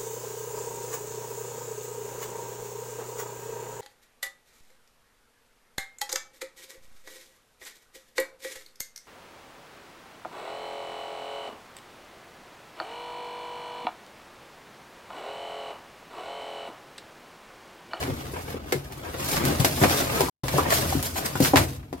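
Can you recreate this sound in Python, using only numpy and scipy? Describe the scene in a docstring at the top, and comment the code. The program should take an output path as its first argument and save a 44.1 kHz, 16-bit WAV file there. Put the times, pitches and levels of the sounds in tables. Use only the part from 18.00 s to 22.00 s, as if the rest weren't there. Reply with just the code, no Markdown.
"""A hiss and rasp of sliding cardboard, close by, over the low boom of a steel dumpster.
Boxes are dragged and shoved about inside it: tiny slips make the friction, edges snap past each
other, panels knock, short scrapes crunch and a loose flap slaps down once. The boxes lie to the
left and echo in the bin. Just past halfway the sound cuts out for a moment."""
import sys
import numpy as np
from scipy import signal
from scipy.fft import rfft, irfft
from scipy.io import wavfile
from scipy.ndimage import uniform_filter1d

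SR = 44100
rng = np.random.default_rng(int(sys.argv[2]) if len(sys.argv) > 2 else 0)


def dump_mix(stems):
    """Bounce the given channels to the path in sys.argv[1] as a 16-bit WAV at rate SR."""
    frames = np.atleast_2d(stems).T  # one column per channel
    limited = np.clip(frames, -1, 1)  # hard clip at full scale
    pcm = np.round(limited * 32767).astype(np.int16)
    wavfile.write(sys.argv[1], SR, pcm)


N = 176400


def amp(db):
    return 10 ** (np.asarray(db) / 20)


def unit_rms(x):
    return x / np.sqrt(np.mean(x ** 2) + 1e-20)


def over_hz(table, hz, column=1):
    """Reads a table column along a log-frequency axis."""
    points = np.array(table, float)
    return np.interp(np.log(hz + 1), np.log(points[:, 0]), points[:, column])


def over_time(table, column=1):
    """Reads a table column at every sample."""
    points = np.array(table, float)
    return np.interp(np.arange(N) / SR, points[:, 0], points[:, column])


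def add(mix, start_s, sound):
    part = mix[..., max(round(start_s * SR), 0):][..., :sound.shape[-1]]
    part += sound[..., :part.shape[-1]]


def colour(x, db_at, size=4096):
    """Minimum-phase EQ with the gain curve db_at(hz)."""
    hz = abs(np.fft.fftfreq(size, 1 / SR))
    log_gain = np.log(amp(np.maximum(db_at(hz), -90)))
    taps = np.fft.ifft(np.exp(signal.hilbert(log_gain).conj())).real
    return signal.fftconvolve(x, taps[None, :size // 2], axes=1)[:, :x.shape[1]]


def flatten(x, bins=100):
    """Evens out the broad spectrum of a ring and keeps its fine resonances."""
    spectrum = rfft(x, 2 * x.shape[1])
    broad_power = uniform_filter1d(abs(spectrum) ** 2, bins, axis=1)
    return irfft(spectrum / np.sqrt(broad_power + 1e-12))[:, :x.shape[1]]


# Reverb inside the bin: freq_hz, t60_s, stereo_coherence
BIN_REVERB = [(60, 0.29, 0.3), (140, 0.42, 0.83), (304, 0.16, 0.99), (610, 0.32, 0.49), (1310, 0.19, 0.15),
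              (13500, 0.2, 0)]
# Stereo placement of the boxes: freq_hz, left_minus_right_db
BOX_PAN = [(130, -5), (280, 4.5), (1500, 0), (12000, 0.5)]
def spot_response(direct, panel_t60_s=.033, panel_db=3.5, echo_db=-4, right_lag_s=.000388, size=16384):
    """One spot on a box answers a tap: direct click, short panel ring, echoes of the bin."""
    t, hz = np.arange(size) / SR, np.fft.rfftfreq(size, 1 / SR)
    band_hz, frame_s, noise = signal.stft(rng.standard_normal((2, size)), SR, nperseg=256)
    t60_s = over_hz(BIN_REVERB, band_hz)[:, None]
    tail = signal.istft(noise * amp(-60 * frame_s / t60_s) / np.sqrt(t60_s), SR, nperseg=256)[1]
    echoes = unit_rms(tail[:, :size] * (1 - np.exp(-t / .0028)))
    panel = unit_rms(rng.standard_normal((2, size)) * amp(-60 * t / panel_t60_s))
    spectrum = rfft(flatten(amp(echo_db) * echoes + amp(panel_db) * panel))
    coherence = over_hz(BIN_REVERB, hz, column=2)
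    spectrum[1] = coherence * spectrum[0] + np.sqrt(1 - coherence ** 2) * spectrum[1]
    spectrum += direct
    spectrum[1] *= np.exp(-2j * np.pi * hz * right_lag_s)
    pan = amp(np.outer([.5, -.5], over_hz(BOX_PAN, hz)))
    fade = np.clip(2 - 2 * t / t[-1], 0, 1) ** 2
    return irfft(rfft(flatten(irfft(spectrum))) * pan) * fade


def friction(tone, level, slips_per_s, spread_db=0, spots=12, spots_per_s=28, judder_db=2.5):
    """Tiny slips in juddering bursts excite a contact spot that wanders over the box."""
    t, out = np.arange(N) / SR, np.zeros((2, N))
    judder_lowpass = signal.butter(2, 50.8, fs=SR, output="sos")
    judder = unit_rms(signal.sosfilt(judder_lowpass, rng.standard_normal(N)))
    slips = rng.choice([-1, 1], N) * amp(spread_db * np.minimum(rng.exponential(1, N), 3.5))
    slips *= rng.random(N) < slips_per_s / SR
    drive = unit_rms(slips * amp(judder_db * judder)) * level
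    for spot in range(spots):
        distance = (t * spots_per_s - spot + 1) % spots - 1
        crossfade = np.cos(np.pi / 2 * np.minimum(distance, 1))
        response = colour(spot_response(direct=.2), lambda hz: over_hz(tone, hz))
        response /= np.sqrt((response ** 2).sum() / 2)
        out += signal.fftconvolve((drive * crossfade)[None], response, axes=1)[:, :N]
    return out


# Level ride of the long drag: time_s, hiss_db, rasp_db
DRAG_LEVELS = [(0, -35.5, -30), (.09, -46.5, -36.5), (.44, -47, -43.5), (.5, -41.5, -34), (.6, -67, -43.5),
               (.7, -45, -40.5), (.88, -53.5, -46.5), (.98, -50.5, -41.5), (1.13, -46, -39.5),
               (1.2, -37, -30), (1.28, -29.5, -32.5), (1.35, -26, -28.5), (1.41, -41, -25),
               (1.48, -34.5, -25.5), (1.57, -33, -32.5), (1.76, -31.5, -35), (1.88, -30.5, -26.5),
               (1.98, -24.5, -22.5), (2.04, -33.5, -29.5), (2.1, -34, -29.5), (2.18, -29.5, -26),
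               (2.28, -38, -33), (2.51, -38, -34.5), (2.57, -28, -26), (2.66, -45, -33.5),
               (2.69, -30.5, -29.5), (2.72, -22, -37), (2.8, -29, -27.5), (2.92, -32.5, -33),
               (3.13, -40.5, -41.5), (3.26, -36.5, -31), (3.31, -41, -38.5), (3.39, -35, -35),
               (3.45, -21.5, -35), (3.52, -41.5, -36.5), (3.59, -27.5, -19.5), (3.66, -42, -44.5),
               (3.745, -45, -45), (3.79, -61, -49.5), (3.9, -65, -57), (4, -58, -49)]
# EQ of the airy surface hiss and of the dark panel rasp: freq_hz, gain_db
HISS_TONE = [(300, -1), (1200, -1.5), (3000, -1.5), (4300, 0.5), (6500, -0.5), (10000, -2.5), (12500, 0.5),
             (16000, -7)]
RASP_TONE = [(60, -23), (150, -3.5), (350, -0.2), (750, -3.5), (1000, -5.5), (1300, -8.5), (2100, -12.5),
             (3500, -16.5), (8000, -28.5)]
def drag():
    """Sliding sheets: fine slips hiss, flaring with each short scrape, and coarse slips rasp."""
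    hiss_level = amp(over_time(DRAG_LEVELS, column=1)) + scrape_envelope(column=2)
    rasp_level = amp(over_time(DRAG_LEVELS, column=2))
    hiss = friction(HISS_TONE, hiss_level, slips_per_s=5000, spread_db=2)
    rasp = friction(RASP_TONE, rasp_level, slips_per_s=900)
    return hiss + rasp


# Low modes of the steel bin: pitch_hz, relative_db, t60_s
BIN_MODES = [(59.9, -3, 0.88), (83.1, 4, 0.8), (133.6, 4.5, 0.4), (266.5, 1, 0.14)]
# Level ride of the boom: time_s, level_db
BOOM_LEVELS = [(0, -37), (1.03, -44), (1.35, -33), (3.0, -34), (3.25, -42.5), (3.65, -33.5), (3.8, -39),
               (4, -55)]
# EQ of the background rumble: freq_hz, gain_db
RUMBLE_TONE = [(15, -22), (35, -7.5), (60, 10), (150, -1.5), (2000, -42.5)]
def bin_boom(width=.11, rumble_db=-49.5):
    """The shifting load keeps the low modes of the bin ringing, over a dull rumble."""
    hz, modes = np.fft.rfftfreq(N, 1 / SR), 0
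    for pitch_hz, db, t60_s in BIN_MODES:
        peak = unit_rms(1 / (1 + ((hz - pitch_hz) * t60_s / np.log(1000)) ** 2))
        modes += amp(db) * peak * np.exp(2j * np.pi * rng.random((2, len(hz))))
    mid, side = unit_rms(irfft(modes, N))
    boom = np.array([mid + width * side, mid - width * side]) * amp(over_time(BOOM_LEVELS))
    rumble = unit_rms(irfft(rfft(rng.standard_normal(N)) * amp(over_hz(RUMBLE_TONE, hz)), N))
    return (boom + amp(rumble_db) * rumble) * amp([[.5], [-.5]])  # leans slightly left


def impact(direct, panel_t60_s, crush_s=.007, second_db=-5):
    """A first contact, then a softer second one as the card gives way."""
    hit = spot_response(direct, panel_t60_s)
    add(hit, crush_s * rng.uniform(.6, 1.4), amp(second_db) * spot_response(0, panel_t60_s))
    return hit


def shape_hit(hit, level_db, db_at, attack_samples=600):
    """EQs a hit and sets the RMS level of its attack."""
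    shaped = colour(hit, db_at)
    return amp(level_db) * shaped / np.sqrt(np.mean(shaped[:, :attack_samples] ** 2))


# Snap cues: start_s, level_db, treble_tilt_db_per_octave
SNAP_CUES = [(0.027, -31, -6), (0.723, -24.5, -1.5), (.922, -42, -0.5), (1.367, -26.5, -8),
             (1.452, -25, 1.5), (1.647, -17, -0.5), (1.836, -17.5, -6), (1.897, -24.5, -2.5),
             (2.206, -23, 0), (2.482, -27.5, -2.5), (2.705, -24, -5.5), (2.924, -35, -3), (3.027, -27, 4),
             (3.403, -27.5, 3), (3.448, -21, -4), (3.558, -15.5, -5), (3.57, -16, -3), (3.829, -51.5, -12),
             (3.928, -41.5, -3)]
# EQ of a snapping edge: freq_hz, gain_db
SNAP_TONE = [(150, -40.5), (700, 5), (1350, 0), (2100, 1.5), (2900, -2.5), (4300, -1), (6500, -3.5),
             (10000, -5), (12500, -2.5), (16000, -8.5)]
def edge_snaps(tilt_from_hz=2000):
    """Edges catch and let go with a bright crack."""
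    out = np.zeros((2, N))
    for start_s, level_db, tilt in SNAP_CUES:
        def tone(hz):
            return over_hz(SNAP_TONE, hz) + tilt * np.log2(np.maximum(hz / tilt_from_hz, 1))
        add(out, start_s, shape_hit(impact(direct=.24, panel_t60_s=.033), level_db, tone))
    return out


# Body of the box stack, shared by every knock: pitch_hz, relative_db, t60_s
BOX_MODES = [(97.8, 17, 0.21), (134, 15.5, 0.16), (174.8, 2.5, 0.19), (270, 10, 0.12), (362.8, 8.5, 0.19),
             (786, 3, 0.037), (991, 10, 0.2)]
def hollow_ring(left_bias_db=3, size=16384):
    """The stacked boxes ring with hollow, decaying modes, louder on the left."""
    t, ring = np.arange(size) / SR, 0
    for pitch_hz, db, t60_s in BOX_MODES:
        unity_peak = 2 * np.log(1000) / (t60_s * SR)  # resonance gain independent of decay
        ring += unity_peak * amp(db - 60 * t / t60_s) * np.cos(2 * np.pi * pitch_hz * t)
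    return amp(np.array([[.5], [-.5]]) * left_bias_db) * ring


# Knock cues and the band each one rings in: start_s, level_db, low_hz, high_hz
KNOCK_CUES = [(0.08, -28, 260, 480), (0.097, -29, 86.5, 166), (0.336, -34.5, 251, 450),
              (.543, -32, 242, 504), (.725, -22, 337, 465), (0.751, -26.5, 135, 379),
              (1.437, -23, 127, 357), (1.496, -25.5, 160, 730), (1.596, -16.5, 117, 163),
              (1.645, -21.5, 336, 623), (1.815, -16.5, 114, 382), (1.836, -16, 172, 720),
              (1.848, -18, 246, 540), (2.207, -19, 405, 880), (2.285, -31, 900, 985),
              (2.438, -33, 111, 936), (2.54, -20.5, 145.3, 590), (2.583, -17.5, 393, 1190),
              (2.925, -26.5, 546, 770), (2.951, -22, 262, 298), (2.964, -24, 79, 153),
              (3.355, -26, 107, 1440), (3.403, -14, 165, 495), (3.421, -24.5, 131, 314),
              (3.535, -12.5, 278, 760), (3.561, -18, 70, 590), (3.599, -21.5, 73.5, 302),
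              (3.928, -30, 252, 710)]
def panel_knocks(peak_db=5, peak_octaves=.12, low_db_per_octave=16.5, high_db_per_octave=18.5):
    """Each knock drives the boxes over a band set by panel size and hardness of contact."""
    out = np.zeros((2, N))
    for start_s, level_db, low_hz, high_hz in KNOCK_CUES:
        def tone(hz):
            octaves = np.log2([low_hz / (hz + 1), (hz + 1) / high_hz])
            below, above = np.maximum(octaves, 0)
            peaks = (1 / (1 + (octaves / peak_octaves) ** 2)).max(0)  # a resonance at each band edge
            return peak_db * peaks - low_db_per_octave * below - high_db_per_octave * above
        knock = impact(direct=.17, panel_t60_s=.048) + hollow_ring()
        add(out, start_s, shape_hit(knock, level_db, tone))
    return out


# Scrape cues: start_s, length_s, hiss_db, rasp_db
SCRAPE_CUES = [(0.326, 0.11, -65, -35), (1.037, 0.06, -74, -34), (1.595, 0.023, -29, -28),
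               (1.807, 0.053, -29.5, -18), (2.648, 0.037, -61, -24.5), (2.713, 0.022, -50, -18),
               (3.039, 0.043, -28.5, -33), (3.153, 0.045, -31.5, -32), (3.246, 0.028, -31, -29),
               (3.574, 0.027, -42, -23)]
def scrape_envelope(column, skew=.71):
    """Each short stroke swells quickly and fades more slowly."""
    level = np.zeros(N)
    for cue in SCRAPE_CUES:
        start_s, length_s = cue[:2]
        progress = np.linspace(0, 1, round(length_s * SR))
        add(level, start_s, amp(cue[column]) * np.sin(np.pi * progress ** skew))
    return level


# Midrange EQ of a scraping edge: freq_hz, gain_db
SCRAPE_TONE = [(200, -19.5), (650, 7.5), (1150, -1.5), (2200, -6.5), (6000, -29.5)]
def edge_scrapes():
    """An edge crunches over the card in short bursts of coarse slips."""
    return friction(SCRAPE_TONE, scrape_envelope(column=3), slips_per_s=900, spots=5)


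# Modes of the loose flap: pitch_hz, level_db
FLAP_MODES = [(1310, -33), (1720, -28), (2100, -27), (2230, -28)]
def flap_slap(start_s=.723, t60_s=.11):
    """A loose flap slaps down and rings with a hollow, woody note."""
    t, out = np.arange(SR // 3) / SR, np.zeros((2, N))
    for pitch_hz, level_db in FLAP_MODES:
        partial = np.sin(2 * np.pi * (pitch_hz * t + rng.random((2, 1))))
        add(out, start_s, amp(level_db - 60 * t / t60_s) * partial)
    return out


def scene():
    return drag() + edge_scrapes() + panel_knocks() + edge_snaps() + flap_slap() + bin_boom()


def record(dry):
    """The sound drops out briefly, and a steep low-pass trims the top end."""
    mute_from_s, mute_to_s, cutoff_hz = 2.298, 2.435, 15900
    t = np.arange(N) / SR
    muted = (t > mute_from_s) & (t < mute_to_s)
    gate = np.maximum(uniform_filter1d(1. - muted, size=64), amp(-70))
    lowpass = signal.firwin(511, cutoff_hz, window=("kaiser", 9), fs=SR)
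    return signal.oaconvolve(dry * gate, lowpass[None], "same")


dry = scene()
out = record(dry)
dump_mix(out)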